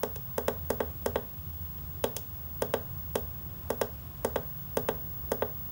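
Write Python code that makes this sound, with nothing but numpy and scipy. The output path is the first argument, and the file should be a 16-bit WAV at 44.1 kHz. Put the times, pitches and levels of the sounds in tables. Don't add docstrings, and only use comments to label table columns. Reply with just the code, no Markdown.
import sys
import numpy as np
from scipy import signal
from scipy.fft import rfft, irfft
from scipy.io import wavfile
from scipy.ndimage import uniform_filter1d

SR = 44100
rng = np.random.default_rng(int(sys.argv[2]) if len(sys.argv) > 2 else 0)


def decibels_to_gain(level_db):
    exponent = np.asarray(level_db, float) / 20
    return 10 ** exponent


def wav_record(signal):
    frames = np.transpose(np.atleast_2d(signal))
    bounded = np.clip(frames, -1, 1)
    quanta = np.round(bounded * 32767).astype(np.int16)
    wavfile.write(sys.argv[1], SR, quanta)


N = 251811


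def curve(table):
    return np.interp(np.arange(N) / SR, *np.transpose(table))


def colour(x, points):
    hz, db = np.transpose(points)
    bins = np.fft.rfftfreq(x.shape[-1], 1 / SR) + 1
    gain = decibels_to_gain(np.interp(np.log(bins), np.log(hz), db))
    return irfft(rfft(x) * gain, x.shape[-1])


def fade(t, t60):
    return 1000. ** (-t / np.maximum(t60, 1e-3))


def walk(rate):
    hold = int(SR / rate)
    steps = np.repeat(rng.standard_normal(N // hold + 1), hold)
    return 1.38 * uniform_filter1d(uniform_filter1d(steps, hold), hold)[:N]


def hiss(shape):
    noise = colour(rng.standard_normal(N), shape)
    return noise / np.std(noise)


# (frequency [Hz], level [dB per Hz])
RUMBLE_COLOUR = [(12, -81), (20, -52), (36, -14), (76, 0), (107, -5.5), (140, -3), (179, -9), (199, -35),
                 (231, -20), (260, -24.5), (340, -59), (570, -120)]
# (frequency [Hz], level [dB per Hz])
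AIR_COLOUR = [(120, -23), (200, 1), (230, -1.5), (365, -3.5), (421, -9), (700, -8), (929, -10.5),
              (1010, -7.5), (1190, -10), (1900, -18), (2470, -38), (4180, -120)]
# (frequency [Hz], level [dB])
HISS_COLOUR = [(1500, -32), (1900, -6.5), (2350, -1), (3200, 2), (3700, -1), (4400, -4), (5300, -2),
               (6500, -7), (7200, -4), (8200, -8.5), (9300, -4.5), (10400, -13.5), (11400, -8),
               (15200, -6.5)]
RUMBLE_DB, AIR_DB, HISS_DB = -44, -55, -61
FAN_HZ = 84.24
FAN_PEAK_DB, FAN_PEAK_S, FAN_RISE_DB_S, FAN_FALL_DB_S = -44.5, 1.2, 5, 5


def floor():
    since = np.arange(N) / SR - FAN_PEAK_S
    swell_db = FAN_PEAK_DB + np.minimum(FAN_RISE_DB_S * since, -FAN_FALL_DB_S * since)
    fan = hiss([(0.84 * FAN_HZ, -90), (FAN_HZ, 0), (1.2 * FAN_HZ, -90)]) * decibels_to_gain(swell_db)
    rumble = hiss(RUMBLE_COLOUR) * decibels_to_gain(RUMBLE_DB + 0.26 * walk(4.1))
    air = hiss(AIR_COLOUR) * decibels_to_gain(AIR_DB)
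    low_air = signal.sosfiltfilt(signal.butter(4, 600, fs=SR, output="sos"), air)
    high_air = air - low_air
    flicker = low_air * decibels_to_gain(1.9 * walk(4.1)) + high_air * decibels_to_gain(0.7 * walk(5.14))
    return fan + rumble + flicker + hiss(HISS_COLOUR) * decibels_to_gain(HISS_DB)


# (time [s], level [dB])
WHINE_SWAY = [(0.0, -46), (0.32, -44.5), (1.57, -48), (3.16, -46), (3.2, -44), (3.69, -50.5), (3.8, -46),
              (4.01, -52), (4.17, -52), (4.33, -46), (4.58, -45.5), (4.69, -48), (4.8, -44), (5.68, -43.5),
              (5.71, -46)]
# (frequency [Hz], level [dB])
SKIRT_COLOUR = [(14900, -100), (15250, -40), (15400, -14), (15550, 3), (15625, 20), (15720, -4),
                (15780, -22), (16200, -100)]
# (frequency [Hz], level [dB])
SUPPLY_TONES = [(11725, -64), (7826, -76), (12877, -86)]
LINE_HZ = 15625
WHINE_DB, SKIRT_DB = 4.5, -59


def tube():
    t = np.arange(N) / SR
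    line = np.sqrt(2) * np.sin(2 * np.pi * LINE_HZ * t)
    whine = line + decibels_to_gain(SKIRT_DB + 45) * hiss(SKIRT_COLOUR)
    out = decibels_to_gain(curve(WHINE_SWAY) + WHINE_DB + 0.47 * walk(30)) * whine
    for hz, db in SUPPLY_TONES:
        waver_db = np.clip(walk(4.7), -1, 1)
        out = out + np.sqrt(2) * decibels_to_gain(db + waver_db) * np.sin(2 * np.pi * hz * t)
    return out


ROOM_T60_S, ROOM_DB = 0.29, -22


def room(x):
    t = np.arange(SR // 2) / SR
    noise = rng.standard_normal((2, len(t)))
    low_colour = [(150, -3.0), (600, -3.5), (1500, -0.5), (4000, -15)]
    high_colour = [(800, -37), (3500, -4.0), (4500, 0.5), (5500, -5.5),
                   (7400, -3), (10000, -9.0), (14000, -21)]
    low = colour(noise[0], low_colour) * fade(t, ROOM_T60_S)
    high = colour(noise[1], high_colour) * fade(t, 0.7 * ROOM_T60_S)
    onset = np.clip((t - .006) / 0.00067, 0, 1)
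    tail = (low + decibels_to_gain(2.0) * high) * onset
    return signal.fftconvolve(x, tail * decibels_to_gain(ROOM_DB - 14.5))[:N]


# (delay [ms], gain for the tick [ratio], gain for the crack [ratio])
NEAR_ECHOES = [(1.15, 0.048, -1.87), (2.5, -1.2, 1), (3.1, -1.3, -1.1), (4.05, -0.38, 1), (5.0, 0.96, -1.4),
               (5.6, 0.85, 1), (7.1, 0.99, 0.87), (7.6, -1.4, 0.95)]
LEAD = 128


def arrivals(size, gains, spray_db, spray_t60):
    t = np.arange(size) / SR
    path = decibels_to_gain(spray_db) * rng.standard_normal(size) * fade(t, spray_t60)
    late = (np.array(NEAR_ECHOES)[:, 0] * SR / 1000).astype(int)
    path[late] += np.clip(gains, -.8, .8) * fade(t[late], spray_t60)
    return np.roll(path, LEAD)


def ring(t, hz, size, t60):
    return np.sum(size * np.sin(2 * np.pi * hz * t[:, None]) * fade(t[:, None], t60), axis=1)


# (time [s], case knock [dB], panel tick [dB], dome crack [dB])
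PRESS_SNAPS = [(.0330, -17, -33, -17.5), (0.3802, -17, -37.5, -17), (0.7029, -15.5, -37, -15.5),
               (1.0600, -16, -35, -16), (2.0401, -14.5, -24.5, -13), (2.6206, -16, -33.5, -15),
               (3.1550, -16, -27.5, -14), (3.7029, -16.5, -35.5, -18), (4.2472, -15, -34.5, -14.5),
               (4.77, -15, -32, -14), (5.3170, -15.5, -37.5, -16.5)]
# (time [s], case knock [dB], panel tick [dB], dome crack [dB])
RELEASE_SNAPS = [(0.1592, -35, -41.5, -24.5), (0.4815, -15.5, -31.5, -18), (.8040, -16.5, -37.5, -28.5),
                 (1.1571, -16.5, -33.5, -29), (1.7812, -49, -51, -54), (2.1653, -31, -33, -11.5),
                 (2.7382, -15.5, -30, -20), (3.8139, -15.5, -31.5, -17), (4.3587, -16.5, -34, -26),
                 (4.8870, -16, -31, -22.5), (5.4219, -16.5, -35, -38)]
# (frequency [Hz], signed amplitude [1 = strongest], t60 [s])
CASE_MODES = [(217.6, -0.015, 0.3), (242, -0.087, 0.13), (409.2, -0.14, 0.1), (414.2, -0.038, 0.19),
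              (441, -0.19, 0.1), (500, 0.92, 0.013), (527, 0.028, 0.273), (590.7, -0.084, 0.079),
              (637.6, -0.18, 0.038), (672, -0.058, 0.273), (736.5, -0.079, 0.056), (797.4, 0.032, 0.16),
              (847, -0.037, 0.059), (899, -0.11, 0.064), (1000, -0.14, 0.021), (1142, -0.028, 0.13),
              (1252, 0.006, 0.273), (1490, 0.014, 0.17), (1517, 0.022, 0.073), (1598, 0.056, 0.045),
              (1895, -0.0615, 0.037), (2054, -0.0193, 0.097)]
# (frequency [Hz], level [dB])
TICK_COLOUR = [(1400, -50), (2050, -20), (2350, -11), (2650, -4), (2900, -3), (3300, 0), (3650, -2),
               (4000, -8), (4350, -19), (5500, -50)]
# (frequency [Hz], level [dB])
CRACK_COLOUR = [(3000, -50), (4400, -15), (4800, -8), (6000, -5), (7000, -9), (8500, -6), (9400, -4),
                (10200, -7), (11000, 0), (12200, -9), (13000, -1), (13600, -8), (14300, -19), (15300, -11)]
# (knock hardness [dB per octave], top treble [dB])
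PRESS_TOUCH, RELEASE_TOUCH = (-1, 1.6), (.12, 0.23)


def button():
    out = np.zeros(N + SR)
    t = np.arange(SR // 4) / SR
    hz, size, t60 = np.transpose(CASE_MODES)
    t60 = np.minimum(t60, 120 / hz)
    direct = np.roll(signal.unit_impulse(4096), LEAD)
    tick_path = arrivals(len(direct), np.array(NEAR_ECHOES)[:, 1], -19.0, 0.032)
    crack_path = arrivals(len(direct), np.array(NEAR_ECHOES)[:, 2], -15, .019)
    strokes = ((1, 0.00045, PRESS_TOUCH, PRESS_SNAPS),
               (-1.08, .0004, RELEASE_TOUCH, RELEASE_SNAPS))
    for way, lag_s, (hard_db, bright_db), snaps in strokes:
        for s, knock_db, tick_db, crack_db in snaps:
            finger_db = 0.77 * rng.standard_normal(len(hz))
            shares = size * decibels_to_gain(hard_db * np.log2(hz / 500) + finger_db)
            i = int(s * SR)
            out[i:i + len(t)] += way * decibels_to_gain(knock_db + 5.5) * ring(t, hz, shares, t60)
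            j = i + int(lag_s * SR) - LEAD
            layers = ((tick_path, TICK_COLOUR, tick_db), (crack_path, CRACK_COLOUR, crack_db))
            for path, shape, db in layers:
                varied = path * decibels_to_gain(3.0 * rng.standard_normal(len(path)))
                spread = colour(varied, [(6500, 0), (10000, -7)])
                sound = colour(direct + spread, shape)
                sound = colour(sound, [(7000, 0.0079), (10500, bright_db)])
                out[j:j + len(path)] += way * decibels_to_gain(db) * sound / np.abs(sound).max()
    return out[:N]


def scene():
    clicks = button()
    return (clicks + room(clicks) + tube() + floor())[None]


def band_limit(x):
    return signal.sosfilt(signal.butter(12, 17160, fs=SR, output="sos"), x)


# (low edge [Hz], high edge [Hz], level over the usual needed to survive [dB])
TREBLE_GATES = [(12050, 12400, -2.2), (12400, 12580, -1.6), (12580, 12750, -1.6), (12750, 12930, -1.8),
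                (12930, 13100, -1.2), (13100, 13780, 2.0), (13780, 15150, 3), (15150, 15330, 1.5)]
TOP_HZ = 15870


def record(dry):
    hz, _, frames = signal.stft(dry, SR, nperseg=2048, noverlap=1024)
    for lo, hi, keep_db in TREBLE_GATES:
        band = (hz >= lo) & (hz < hi)
        loud = np.sqrt(np.mean(np.abs(frames[:, band]) ** 2, axis=1, keepdims=True))
        frames[:, band] *= loud > decibels_to_gain(keep_db) * np.median(loud)
    frames[:, hz > TOP_HZ] = 0
    thinned = signal.istft(frames, SR, nperseg=2048, noverlap=1024)[1][:, :N]
    return band_limit(thinned)


dry = scene()
out = record(dry)
wav_record(out)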